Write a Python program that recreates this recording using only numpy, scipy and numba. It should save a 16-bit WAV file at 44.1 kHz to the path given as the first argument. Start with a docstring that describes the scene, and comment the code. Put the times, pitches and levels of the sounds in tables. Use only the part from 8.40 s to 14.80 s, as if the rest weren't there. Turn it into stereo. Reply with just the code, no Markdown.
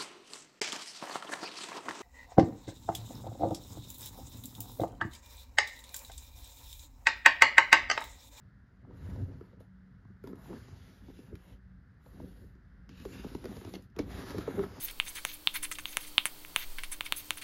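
"""A distant whir and a wavering hum, made of coloured noise, run through a quiet room from start to end.
Just before half a second, hands begin to move a cardboard box on a wooden table, in five goes.
Noise grains make the hiss over the wood; repeated slips and random pushes make the box judder and drum.
Fingers and corners tap its panels, heard as short fading tones with clicks, over scratches of the grain.
The fourth go is busier, with a dense run of taps, and the fifth is loud and lasts to the end."""
import sys
import numpy as np
from scipy import signal
from scipy.fft import rfft, irfft
from scipy.io import wavfile
from scipy.ndimage import uniform_filter1d
from numba import njit

SR = 44100
rng = np.random.default_rng(int(sys.argv[2]) if len(sys.argv) > 2 else 0)


def to_wav(sig):
    """Store sig (one row per channel, or 1-D mono) as 16-bit WAV at the path in sys.argv[1].

    Samples outside -1..1 are clipped; the rate is SR.
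    """
    pcm = np.clip(np.atleast_2d(sig), -1, 1) * 32767
    pcm = np.round(pcm).astype(np.int16)
    wavfile.write(sys.argv[1], SR, pcm.T)  # frames by channels


N = 282240  # samples, 6.4 s

# Colour of the room noise alike on both sides, then of the part that differs: f/Hz, density/dB per Hz
ROOM_SHARED_COLOUR = [(25, -29), (45, 5), (130, 0.5), (210, -8), (260, -11), (400, -35.5), (1000, -32),
                      (1350, -26), (1750, -24.5), (2100, -32.5), (2380, -54), (5000, -44), (8300, -69.5),
                      (11000, -55), (13000, -59), (15500, -80)]
ROOM_APART_COLOUR = [(25, -37), (60, 0.5), (120, 2), (200, -5), (400, -16.5), (1000, -22.5), (1400, -7.5),
                     (1650, -11.5), (2000, -19.5), (2600, -39.5), (6000, -37.5), (9500, -43), (11500, -57),
                     (15500, -67)]
# Hum before the lean of the room: f/Hz, width/Hz, level/dB
HUM_BANDS = [(52, 1.7, -76.5), (98.9, 1.1, -68.5), (186.8, 3.2, -64)]
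# The whir comes from the left: f/Hz, left minus right/dB
ROOM_BALANCE = [(60, 1.5), (110, 3.5), (200, 0.0), (380, -1.5), (700, 1), (1290, 8), (2380, 14.5),
                (4400, 9.5), (8120, -1), (15000, 0.0)]
# Reflections that differ left and right: f/Hz, level against the direct sound/dB
REFLECTIONS = [(60, -14.5), (300, -18), (700, -6.5), (1500, -3.5), (2400, -12.5), (3500, -9.5),
               (6300, -1.5), (7600, -44), (9000, -48), (10000, -9), (11200, -17), (13200, -8.5),
               (14200, -8), (15500, -18)]
# Lead of the left side over the right: f/Hz, phase/rad
LEFT_LEAD = [(60, -0.01), (250, -0.18), (500, -0.046), (900, 1), (1900, -0.074), (2800, -1.19),
             (4800, -0.94), (6400, 0.7), (7750, -np.pi), (8900, -np.pi), (11100, -2 * np.pi),
             (13000, -2 * np.pi), (14600, -3 * np.pi)]
# Balance of the sounds near the box: f/Hz, left minus right/dB
NEAR_BALANCE = [(60, -1), (110, 0.5), (200, -1.5), (380, -1), (700, -1), (1290, 1), (2380, 2), (4400, 4),
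                (8120, 0.5), (15000, -0.5)]
# Low shaking of the table legs: t/s, level/dB
LEG_SHAKES = [(0.0, -75), (0.09, -71), (0.82, -50.5), (1.07, -68), (1.98, -64), (2.03, -79), (2.17, -60),
              (2.55, -64), (2.6, -56), (4.78, -56), (4.85, -47.5), (5.56, -68), (5.6, -46), (6.4, -67)]
# A corner rasps along the grain: start t/s, end t/s, level/dB, pitch of the bands/times their table
RASP_STROKES = [(0.6, 0.76, -73, 0.57), (2.25, 2.33, -78, 2.2), (2.33, 2.558, -78, 1.24),
                (2.61, 2.74, -79, 1.25), (2.74, 2.927, -79, 0.99), (2.974, 3.165, -80, 1.1),
                (3.717, 4.05, -87, 1.36), (4.542, 4.646, -67, 1.04), (4.69, 4.874, -62.5, 0.985),
                (5.09, 5.197, -77, 1.1), (5.313, 5.373, -59, 1.2), (5.79, 6.025, -71, 2.2)]
# Bands of the rasp before pitch and wander: f/Hz, width/Hz, level/dB
RASP_TONES = [(1775, 77, -4.5), (2450, 170, -4), (2750, 190, 0), (3550, 220, -6), (4800, 140, -11),
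              (6300, 240, -12)]
# Colour of the hiss: f/Hz, density/dB per Hz
HISS_COLOUR = [(500, 10.5), (1500, 1), (2300, -7), (2800, -7.5), (3650, -9.5), (4300, -11), (5500, -16),
               (6400, -18.5), (7200, -15), (10000, -16.5), (12800, -21), (13800, -22), (14600, -28),
               (15500, -46)]
# Five moves, one table each: t/s, hiss level/dB, mid-range rub level/dB, top level/dB,
# panel drumming level/dB, table boom level/dB
BOX_MOVES = [
    [(.43, -98, -76, -109, -72, -50), (.5, -84, -72, -104, -51, -53), (.57, -76, -70, -81, -59, -51),
     (.61, -73, -67, -81, -56.5, -42), (.7, -73.5, -63, -76.5, -55, -45), (.8, -75, -67.5, -82, -51.5, -40),
     (.87, -74.5, -72, -83, -56.5, -41.5), (.9, -76, -65.5, -84, -52, -49),
     (.93, -76, -68.5, -92, -58, -47.5), (.98, -80.5, -75, -87, -62, -47),
     (1.05, -81, -68.5, -87, -56.5, -60), (1.13, -84, -81, -99, -64, -60), (1.19, -90, -73, -109, -62, -56),
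     (1.205, -76, -68, -77, -67, -58), (1.24, -83, -74, -89, -66, -65), (1.28, -93, -82, -105, -79, -59)],
    [(1.82, -90, -91, -104, -84, -69), (1.845, -75, -64, -80, -67, -62), (1.9, -77, -67, -77, -52, -64),
     (1.94, -82, -74, -94, -51.5, -63.5), (1.99, -77, -63, -74.5, -57.5, -55),
     (2.06, -69.5, -69, -70.5, -58.5, -63), (2.1, -70, -66, -72.5, -42.5, -56.5),
     (2.165, -66.5, -65, -80, -44, -46.5), (2.19, -69, -68, -76, -56, -56), (2.21, -68, -70, -78, -61, -57),
     (2.32, -67, -70, -84, -63, -49), (2.5, -70, -71.5, -80.5, -62.5, -64),
     (2.65, -74, -74, -82, -63.5, -57), (2.77, -70, -78, -80, -56.5, -63),
     (2.88, -78, -72.5, -82.5, -59, -49), (2.94, -79, -77, -88, -59, -52),
     (3.05, -76.5, -70, -76.5, -67, -59), (3.14, -75, -72, -81.5, -63.5, -62),
     (3.2, -91, -88, -109, -69, -63)],
    [(3.6, -86, -71, -100, -72, -64), (3.63, -83, -81, -86, -69, -68), (3.67, -80, -69, -76, -67.5, -65),
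     (3.74, -74.5, -72.5, -79, -55, -69), (3.79, -75, -67, -78, -56, -49),
     (3.82, -74, -74, -77, -50, -51.5), (3.87, -76.5, -72.5, -76.5, -57.5, -57),
     (4.05, -78.5, -78, -79, -59, -53), (4.12, -84, -82, -89, -69, -55.5),
     (4.19, -92, -82, -109, -59.5, -56)],
    [(4.48, -97, -83, -106, -65, -72), (4.5, -66, -82, -99, -59, -59), (4.6, -69.5, -70.5, -73, -58, -51.5),
     (4.68, -68, -72, -72, -58, -62), (4.73, -61.5, -64, -69, -50.5, -47.5),
     (4.82, -64, -62.5, -71.5, -54, -56), (4.88, -60, -62, -68, -52.5, -59),
     (4.97, -64.5, -68, -70, -60.5, -53), (5.03, -64.5, -67, -72, -45, -48),
     (5.07, -62.5, -64, -70, -43.5, -46.5), (5.13, -61, -59.5, -69.5, -48.5, -48),
     (5.2, -64, -65, -67.5, -56, -52), (5.27, -62.5, -60, -73, -53, -43.5), (5.34, -66, -75, -64, -50, -61),
     (5.39, -73, -69, -85, -51, -47.5), (5.44, -75, -85, -82, -69, -54), (5.48, -87, -86, -100, -76, -51)],
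    [(5.55, -82, -70, -100, -60, -56), (5.58, -82, -59, -95, -59, -43), (5.595, -56, -49, -73, -52, -51),
     (5.62, -62, -62, -74, -51, -45), (5.66, -71, -63.5, -75, -48, -45),
     (5.72, -56.5, -60, -69.5, -49.5, -42), (5.83, -57, -55.5, -64.5, -47, -50.5),
     (5.9, -56, -53.5, -61, -45, -47.5), (5.96, -59.5, -53.5, -68.5, -45.5, -45),
     (6.02, -56, -52.5, -63.5, -47.5, -42.5), (6.06, -61, -59, -73.5, -50, -47.5),
     (6.17, -61, -53, -65, -46, -49.5), (6.23, -59, -53, -68, -45.5, -44),
     (6.28, -66, -58, -70.5, -51, -43.5), (6.34, -65, -63, -77, -53, -50.5), (6.4, -64, -56, -73, -49, -47)],
]
# The same five levels/dB between the moves
REST_LEVELS = [-90, -82, -109, -74.5, -63.5]
# Box panels, before hits and grip reshape them: f/Hz, level/dB, t60/s
PANEL_MODES = [(89.5, -35, 0.17), (190, 1.5, 0.11), (257, 0, 0.085), (321.6, 3.5, 0.055), (388.2, 0, 0.071),
               (496, 0, 0.069), (583, -2.5, 0.02)]
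# Stiff edges and flaps, before a hit reshapes them: f/Hz, level/dB, t60/s
EDGE_MODES = [(638, -1.5, 0.038), (785, 4, 0.027), (917, 5.5, 0.016), (1055, 1, 0.018), (1286, -1.5, 0.034),
              (1718, -0.5, 0.015), (2164, 0.5, 0.017), (2855, -11.5, 0.048)]
# Table top under the box: f/Hz, level/dB, t60/s
TABLE_MODES = [(94, -9.5, 0.15), (136, -5.5, 0.17), (200.3, 1.5, 0.1)]
# The box stutters on its edge: start t/s, length/s, slips per s, thud level/dB, thud pitch f/Hz,
# knock of the edges minus thud/dB
STUTTER_RUNS = [(.625, 0.039, 90, -37.5, 96.5, -33), (.683, .008, 100, -38.5, 190, -24),
                (0.711, .015, 103, -35, 100.4, -30), (.772, .008, 100, -36.5, 220.7, -22),
                (0.791, .02, 97, -29.5, 99, -35), (.823, .02, 97, -32, 97, -34),
                (.857, 0.018, 97, -38, 97, -33), (.92, .03, 70, -38, 111, -27),
                (1.854, 0.037, 124, -45, 403, -19), (2.083, .042, 110, -35.5, 322, -10.5),
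                (2.134, 0.038, 110, -34.5, 296, -16), (5.056, .033, 97, -39, 325, -17),
                (5.337, .031, 165, -36, 328, -14), (6.17, 0.033, 199, -24.5, 388.4, -16),
                (6.205, 0.009, 200, -29.5, 385, -19), (6.221, .031, 197, -36, 335, -17)]
# Taps of fingers and corners: t/s, thud level/dB, thud pitch f/Hz, contact/cycles,
# table thump minus thud/dB, knock minus thud/dB, knock pitch f/Hz, click minus thud/dB,
# top of the click against its body/dB
TAP_HITS = [(.45, -56, 230, 2.4, -5, 3, 654, -27, -20), (.509, -47, 262, 2.8, -3, -2.5, 770, -26, -20),
            (.76, -44, 547, 2.8, -4, -5, 805, -13, -20), (.858, -50, 545, 2.4, -10, -10, 800, -30, -20),
            (.916, -50, 295, 2.8, -5, -5, 800, -27, -20), (1.01, -37, 376, 2.9, -20, -10, 1330, -28, -22),
            (1.13, -51, 506, 4.3, 2, -1, 1090, -27, -22), (1.204, -47.5, 490, 3.3, -1, -10, 770, -13, -3),
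            (1.651, -51, 253, 1.75, 1, -4.5, 1030, -25, -20),
            (1.702, -49.5, 322, 2.9, 9, -21, 1410, -44, -20), (1.839, -35, 404, 3, -2.5, -6, 1390, -20, -4),
            (1.873, -36, 300, 2.4, -20, -1.5, 981, -10.5, -7),
            (1.889, -44, 380, 2.1, -15, -14, 706, -33, -20),
            (1.93, -33.5, 357, 2, -22, -12.5, 1300, -29, -20), (1.956, -51, 306, 2.1, -8, -13, 700, -8, -4),
            (2.058, -52, 400, 2.1, -12, 3, 848, -20, -20), (2.129, -44.5, 300, 2.4, -8, 7, 846, -17, -20),
            (2.284, -46, 347, 2.2, -9, -0.5, 689, -14, -14), (2.621, -50, 230, 2.6, 2, -4.5, 900, -22, -20),
            (2.684, -39, 295, 2.7, -12, -7, 740, -30, -20), (2.7, -44, 420, 2.4, -10, -7, 790, -30, -20),
            (2.789, -37.5, 328, 2.4, -17, -20, 732, -24, -20),
            (2.881, -46.5, 201, 2.7, 0, -16, 700, -30, -20),
            (2.927, -36, 362, 2.55, -2.5, -23, 1700, -39, -20),
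            (2.954, -47, 312, 2.4, 4, 0, 1884, -2.5, -4.5), (3.662, -47.5, 530, 2.6, -14, -3, 660, -11, -8),
            (3.8, -37.5, 347, 2.9, -16, -4.5, 627, -27, -20),
            (4.153, -51.5, 298, 2.9, -7, -14, 1100, -15, -12),
            (4.492, -44, 240, 2.4, -14, -5, 1100, -2, -19), (4.6, -43, 260, 2.3, -6, -10, 1320, -5.5, -18),
            (4.652, -37, 542, 2.9, -23, -0.5, 756, -5, -11),
            (4.655, -30, 417, 4.3, -13, -22, 690, -40, -20), (4.844, -35, 447, 2.7, -8, -7, 776, -22, -20),
            (4.847, -30.5, 267, 2.4, -3, -19, 700, -35, -20),
            (4.865, -40, 383, 1.7, -12, -15, 650, -30, -20),
            (4.949, -25, 334, 2.66, -7.5, -13.5, 784, -17, -14),
            (5.042, -36, 506, 2.4, -17, -3, 796, -5, -6), (5.046, -32.5, 333, 3, -7, -20, 700, -30, -20),
            (5.055, -30, 392, 1.65, -16, -7.5, 1478, -10.5, -13),
            (5.092, -35.5, 232, 1.9, -2, -14, 762, -24, -20), (5.113, -37, 303, 2.5, -8, -8, 760, -30, -20),
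            (5.168, -37.5, 458, 2.6, -10, -1, 783, -8, -19), (5.213, -41, 385, 4.9, -19, 1, 1586, -13, -20),
            (5.249, -35, 335, 2.9, -8, -7.5, 790, -11, -20),
            (5.273, -37.5, 348, 3.3, -10, -8, 790, -25, -20),
            (5.288, -41, 328, 3.3, -9, -10, 855, -25, -20), (5.338, -40.5, 395, 1.5, -15, 0, 740, 1.5, -13),
            (5.354, -39.5, 310, 2.7, -15, -1.5, 895, -2, -15), (5.423, -55, 230, 2.4, 5, -15, 1440, 1, -1),
            (5.501, -57, 231, 2.9, -3, -20, 1440, -8, -7), (5.564, -37.5, 385, 5.1, -2, -9, 780, -7.5, -12),
            (5.587, -36.5, 387, 1.9, -17, 2.5, 1080, -6, 2),
            (5.59, -23.5, 482, 2.7, -24, -8, 2260, -8, -16),
            (5.595, -20.5, 320.3, 3.7, -29, -11.5, 900, -42, -20),
            (5.624, -40.5, 220, 3, -7, -11, 800, -35, -20), (5.705, -43, 353, 2.7, -10, -2, 993, -11, -14),
            (5.731, -42, 240, 2.9, -10, -3, 727, -14, -18), (5.778, -41, 296, 2.2, -5, -6, 1300, -14, -18),
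            (5.79, -38, 408, 2.4, -8, -4, 910, -16, -18), (5.837, -39, 347, 2.8, -10, -6, 795, -16, -18),
            (5.868, -48, 350, 2.2, -12, 0, 1400, -16, -18), (5.898, -35, 269, 2.2, -16, -4, 1290, -4, -18),
            (5.906, -34.5, 303, 2.2, -15, -3, 1290, -4, -5),
            (5.944, -29.5, 430, 2.96, -11, -17, 1010, -32, -20),
            (5.983, -23.5, 332, 2.8, -18, -8, 1100, -13, -7),
            (6.076, -24.5, 473, 4.3, -17, -5.5, 1086, -36, -20),
            (6.086, -27, 296, 1.94, -6, -11, 1060, -33, -20), (6.108, -37, 302, 2.2, 1, -8, 905, -25, -20),
            (6.139, -34, 244.5, 2.4, -6, -8, 790, -30, -20), (6.192, -35, 194, 2.9, 0, 1.5, 1310, -12, -18),
            (6.229, -35.5, 360, 2.4, -5, -1, 1190, -20, -20),
            (6.236, -30.5, 353, 2.7, -3, -5, 1305, -19, -11),
            (6.261, -39, 253, 2.7, -4, -6, 1320, -27, -20), (6.381, -44, 302, 2.4, -10, -4, 1220, -25, -20)]
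# Where the taps land: t/s, left minus right/dB
TAP_PLACES = [(0, 1), (1.8, -1), (2.8, 1), (4.5, -0.5), (5.3, 1), (6, 2), (6.07, -2), (6.4, -4)]

ROOM_SHARED_DB, ROOM_APART_DB = -58, -67  # before the lean of the room
RASP_WANDER = .006  # typical share of the pitch
JUDDER_HZ = 101.04  # average slips per second
SLIP_SHARE, SLIP_PER_DB, SLIP_BOOM_DB = 0.29, -0.01, -55.5  # a heavier boom has fewer regular slips
# the harder the panels drum, the higher they ring
PANEL_HZ, PANEL_HZ_PER_DB, PANEL_KNEE_DB = 209, 4.5, -58.5
SAG, SAG_S = 0.22, 0.007  # a struck panel starts sharp by this share and slackens
TAP_RING_SHARE = 0.75  # share of the panels' ring time left in a tap
# the panels and edges nearest the hit in pitch ring most
THUD_NEAR_DB_PER_OCTAVE, THUD_SCATTER_DB = -22, 1.5
KNOCK_NEAR_DB_PER_OCTAVE, KNOCK_SCATTER_DB = -13.5, 3.4
KNOCK_RISE_S, THUMP_RISE_S = 0.00065, 0.0035
BLOW_S = .15  # time kept of each blow
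TOP_HZ = 15665


def undb(db):
    """Turn a level in dB into a gain."""
    return 10 ** (np.asarray(db) / 20)


def level(x, db):
    """Set x to an average (rms) level in dB."""
    return x * undb(db) / np.sqrt(np.mean(x ** 2))


def curves(table):
    """Draw straight lines through a table's columns, one value per sample."""
    s, *columns = np.transpose(table)
    return [np.interp(np.arange(N) / SR, s, column) for column in columns]


def across(points):
    """Join (f/Hz, value) points by straight lines on a log frequency axis, one value per bin."""
    hz, value = np.transpose(points)
    return np.interp(np.log(np.fft.rfftfreq(N, 1 / SR) + 1), np.log(hz), value)


def colour(x, points):
    """Shape the spectrum of x by (f/Hz, dB) points."""
    return irfft(rfft(x) * undb(across(points)), N)


@njit
def svf(x, hz, width):
    """Let a band through, like a resonance whose centre can move; the gain at the centre is 1."""
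    y, band_state, low_state = np.empty(len(x)), 0., 0.
    for i in range(len(x)):
        g, k = np.tan(np.pi * hz[i] / SR), width / hz[i]
        v = (band_state + g * (x[i] - low_state)) / (1 + g * (g + k))
        band_state = 2 * v - band_state
        low_state = low_state + 2 * g * v
        y[i] = k * v
    return y


def fixed_band(x, hz, width):
    """Let a band with a still centre through."""
    return svf(x, np.full(N, 1. * hz), 1. * width)


def band(x, lo_hz, hi_hz):
    """Keep what lies between two frequencies."""
    return signal.sosfilt(signal.butter(2, [lo_hz, hi_hz], "band", fs=SR, output="sos"), x)


def split(x, hz):
    """Cut x into parts under and over hz that add up to x."""
    low = signal.sosfiltfilt(signal.butter(2, hz, fs=SR, output="sos"), x)
    return low, x - low


def walk(rate):
    """Wander at random: new values rate times a second, smoothed twice; the spread is near 1."""
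    k = int(SR / rate)
    steps = np.repeat(rng.standard_normal(N // k + 1), k)
    return 1.4 * uniform_filter1d(uniform_filter1d(steps, k), k)[:N]


def decay(t, t60):
    """Fade by 60 dB in t60 seconds."""
    return np.exp(-np.log(1000) * t / t60)


def ring(modes, gain_db, signs):
    """Add up the fading tones of a body after one blow; peak 1."""
    t = np.arange(int(BLOW_S * SR)) / SR
    hz, db, t60 = np.transpose(modes)[:, :, None]
    size = signs[:, None] * undb(db + gain_db[:, None])
    y = (size * decay(t, t60) * np.sin(2 * np.pi * hz * t)).sum(0)
    return y / np.abs(y).max()


def plain_ring(modes, alternate=True):
    """Ring a body by its table alone, with every second tone flipped if asked."""
    signs = (-1.) ** np.arange(len(modes)) if alternate else np.ones(len(modes))
    return ring(modes, np.zeros(len(modes)), signs)


def bend(modes, hz, ring_share):
    """Tune the mode nearest hz to it, and the rest alike; return them and their distance in octaves."""
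    octaves = np.log2(np.array(modes)[:, 0] / hz)
    nearest = octaves[np.abs(octaves).argmin()]
    return np.array(modes) * [2 ** -nearest, 1, ring_share], np.abs(octaves)


def room():
    """Distant whir as coloured noise and a wavering hum as narrow noise bands, mostly alike on both sides."""
    whir = level(colour(rng.standard_normal(N), ROOM_SHARED_COLOUR), ROOM_SHARED_DB)
    shared = whir * undb(1.9 * walk(3.49))
    for hz, width, db in HUM_BANDS:
        shared = shared + level(fixed_band(rng.standard_normal(N), hz, width), db)
    apart = level(colour(rng.standard_normal(N), ROOM_APART_COLOUR), ROOM_APART_DB)
    lean = undb(across(ROOM_BALANCE) * np.array([[.5], [-.5]]))
    return irfft(rfft(np.array([shared + apart, shared - apart])) * lean, N)


def reflections_and_sides(near):
    """Table and walls add fading echoes, partly unlike left and right. Apart from the echoes, left and right
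    also differ in balance and timing by pitch."""
    t = np.arange(int(.4 * SR)) / SR
    echoes = rng.standard_normal((2, len(t))) * decay(t, np.array([[.22], [.25]]))
    shared, apart = echoes / np.sqrt(np.sum(echoes ** 2, axis=1, keepdims=True))
    mono = near.mean(0)
    tail = undb(-13.5) * signal.fftconvolve(band(mono, 220, 3200), shared)[:N]
    side = colour(signal.fftconvolve(mono, apart)[:N], REFLECTIONS)
    sign = np.array([[1], [-1]])  # left, right
    both = near + tail + side * sign
    balance = undb(across(NEAR_BALANCE) * sign / 2)
    lead = np.exp(.5j * across(LEFT_LEAD) * sign)
    return irfft(rfft(both) * balance * lead, N)


def leg_shakes():
    """The table legs shake low down: noise through two bands around 54 Hz."""
    shake = fixed_band(fixed_band(rng.standard_normal(N), 54, 22), 54, 30)
    return undb(curves(LEG_SHAKES)[0]) * level(shake, -1.5)


def rasps():
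    """A corner scratches the grain: flickering noise that sings in a few narrow, wandering bands."""
    t = np.arange(N) / SR
    noise = rng.standard_normal(N) * undb(2.5 * walk(80))
    start, _, _, pitch = np.transpose(RASP_STROKES)
    latest = np.clip(np.searchsorted(start, t) - 1, 0, None)
    pitch = pitch[latest] * (1 + RASP_WANDER * walk(17))
    tones = sum(level(svf(noise, hz * pitch, 1. * width), db) for hz, width, db in RASP_TONES)
    strokes = sum(undb(db) * np.interp(t, [a, a + 0.044, b - .03, b], [0, 1, 1, 0])
                  for a, b, db, _ in RASP_STROKES)
    return tones * strokes


def patchy(x, depth_db, rate):
    """Each narrow band swells and fades alone, at random."""
    # bands overlap, each 1.13 times the pitch of the one below, from 500 Hz up
    place = np.log(np.fft.rfftfreq(N, 1 / SR) / 500 + 1e-9) / np.log(1.13)
    place, spectrum, out = np.clip(place, 0, 28), rfft(x), np.zeros(N)
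    for k in range(29):
        share = np.clip(1 - np.abs(place - k), 0, 1)
        out += irfft(spectrum * share, N) * undb(depth_db * walk(rate))
    return out


def slide(hiss_db, mid_db, top_db):
    """Tiny slips of card on wood: dense noise grains, a few larger, that also rattle the edges."""
    grain_db = rng.exponential(size=N) + 0.86 * walk(90) + 0.81 * walk(25.01)
    grains = rng.standard_normal(N) * undb(grain_db)
    low, rest = split(patchy(colour(grains, HISS_COLOUR), 1.95, 12), 2130)
    high, top = split(rest, 8300)
    # sparse catches of the fibres ring the edges
    catches = rng.standard_normal(N) * undb(3.7 * np.minimum(rng.exponential(size=N), 6))
    rattle = signal.fftconvolve(catches, plain_ring(EDGE_MODES))[:N]
    mid = level(rattle, -8) + level(split(low, 380)[1], 0.68)
    crackle = band(catches * undb(2.8 * walk(30)), 1900, 5000)
    hiss = level(high, -0.48) + level(crackle, -13.5)
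    return undb(mid_db) * mid + undb(hiss_db) * hiss + undb(top_db) * level(top, 2.3)


def drag(panel_db, boom_db):
    """The box grips and lets go about 100 times a second, mixed with random pushes; panels and table ring."""
    panel_hz = PANEL_HZ + PANEL_HZ_PER_DB * np.clip(panel_db - PANEL_KNEE_DB, 0, 30)
    share = np.clip(SLIP_SHARE + SLIP_PER_DB * (boom_db - SLIP_BOOM_DB), 0, 1)
    phase = np.cumsum(JUDDER_HZ * (1 + 0.12 * walk(40)) / SR)
    # one slip each time the phase passes a whole number
    slips = level(np.diff(np.floor(phase), prepend=0) * undb(1.6 * walk(70)), 0)
    rumble = rng.standard_normal(N) * undb(3.34 * walk(45))
    push = share * slips + (1 - share) * rumble
    # the hands damp all but the panels near the free pitch
    drumming = signal.fftconvolve(push, plain_ring(PANEL_MODES))[:N]
    panels = level(svf(drumming, panel_hz, 200.0), 0)
    boom = level(fixed_band(fixed_band(push, 95, 66), 90, 90), -2.1)
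    return undb(panel_db) * panels + undb(boom_db) * boom


def moves():
    """Give the five levels of the moves, one value per sample; between moves they rest."""
    t = np.arange(N) / SR
    out = np.repeat(np.array(REST_LEVELS, float)[:, None], N, 1)
    for table in BOX_MOVES:
        inside = (t >= table[0][0]) & (t <= table[-1][0])
        out = np.where(inside, curves(table), out)
    return uniform_filter1d(out, size=300)


def thud(hz, draw, ring_share, cycles, sag):
    """A soft contact rings the nearest panels; the grip bends their pitch and shortens the ring; peak 1."""
    hz = hz / (1 + sag / 2)  # the pitch heard lies midway along the sag
    t = np.arange(int(max(cycles, 1) * SR / hz)) / SR
    push = np.hanning(len(t)) * (np.sin(2 * np.pi * hz * t) + 0.44)
    held, octaves = bend(PANEL_MODES, hz, max(ring_share, .2))
    gain_db = THUD_NEAR_DB_PER_OCTAVE * octaves + THUD_SCATTER_DB * draw
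    y = np.convolve(ring(held, gain_db, np.ones(len(PANEL_MODES))), push)
    # play the start faster, so the pitch slackens
    t = np.arange(int(BLOW_S * SR)) / SR
    y = np.interp(t + sag * SAG_S * (1 - np.exp(-t / SAG_S)), np.arange(len(y)) / SR, y)
    return y / np.abs(y).max()


def stutters():
    """The edge slips in uneven runs that swell in, each slip a thud with a faint knock of the edges."""
    out = np.zeros(N + SR)
    edge_db = -9 * np.log2(np.array(EDGE_MODES)[:, 0] / 675)
    knock = ring(EDGE_MODES, edge_db, (-1.) ** np.arange(len(EDGE_MODES)))
    panels = len(PANEL_MODES)
    chance = rng.standard_normal((len(STUTTER_RUNS), panels + 40))
    for (s, length, rate, db, hz, knock_db), draw in zip(STUTTER_RUNS, chance):
        panel_draw, late, size = np.split(draw, [panels, panels + 20])
        when = np.arange(20) / rate + 0.00022 * late
        swell = np.minimum(0.54 + when / 0.02, 1)
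        ending = np.clip((length - when) * rate, 0, 1)
        slips = np.zeros(SR // 2)
        slips[(np.abs(when) * SR).astype(int)] = undb(2.0 * size) * ending * swell
        blow = thud(hz, panel_draw, 0.99, 2.4, 0) + undb(knock_db) * knock
        run = signal.fftconvolve(slips, blow)
        i = int(s * SR)
        out[i:i + len(run)] += undb(db) * run / np.abs(run).max()
    return out[:N]


def crack(x, top_db):
    """A click: low treble, and a top that is strong where a nail or a hard corner strikes; peak 1."""
    y = band(x, 1320, 5900) + undb(top_db) * band(x, 4500, 12500)
    return y / np.abs(y).max()


def taps():
    """Each blow is a click, a short knock of the edges, a thud of the panels and a thump of the table."""
    out, t = np.zeros((2, N + SR)), np.arange(int(BLOW_S * SR)) / SR
    panels, edges = len(PANEL_MODES), len(EDGE_MODES)
    chance = rng.standard_normal((len(TAP_HITS), panels + edges + len(t)))
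    thump = plain_ring(TABLE_MODES, alternate=False) * (1 - np.exp(-t / THUMP_RISE_S))
    click_fade = np.exp(-t / 0.0022) + 0.16 * np.exp(-t / 0.017)
    for hit, draw in zip(TAP_HITS, chance):
        s, db, hz, cycles, thump_db, knock_db, knock_hz, click_db, top_db = hit
        panel_draw, edge_draw, noise = np.split(draw, [panels, panels + edges])
        bent, octaves = bend(EDGE_MODES, knock_hz, 1)
        edge_db = KNOCK_SCATTER_DB * edge_draw + KNOCK_NEAR_DB_PER_OCTAVE * octaves
        knock = ring(bent, edge_db, np.sign(edge_draw)) * (1 - np.exp(-t / KNOCK_RISE_S))
        click = crack(noise * click_fade, top_db)
        body = thud(hz, panel_draw, TAP_RING_SHARE, cycles, SAG)
        body = body + undb(thump_db) * thump + undb(knock_db) * knock
        pan_db = np.interp(s, *np.transpose(TAP_PLACES))
        sides = undb(np.array([[pan_db], [-pan_db]]) / 2)
        i = int(s * SR)
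        out[:, i:i + len(t)] += undb(db) * (sides * body + undb(click_db) * click)
    return out[:, :N]


def scene():
    """Put the box up close, in the quiet room."""
    hiss_db, mid_db, top_db, panel_db, boom_db = moves()
    rubbing = slide(hiss_db, mid_db, top_db) + rasps()
    drumming = drag(panel_db, boom_db) + leg_shakes()
    near = rubbing + drumming + taps() + stutters()
    return reflections_and_sides(near) + room()


def record(dry):
    """Cut the deepest bass and, steeply, the very top."""
    dry = signal.sosfilt(signal.butter(4, 38, "high", fs=SR, output="sos"), dry)
    return signal.sosfilt(signal.ellip(10, .2, 80, TOP_HZ, fs=SR, output="sos"), dry)


dry = scene()
out = record(dry)
to_wav(out)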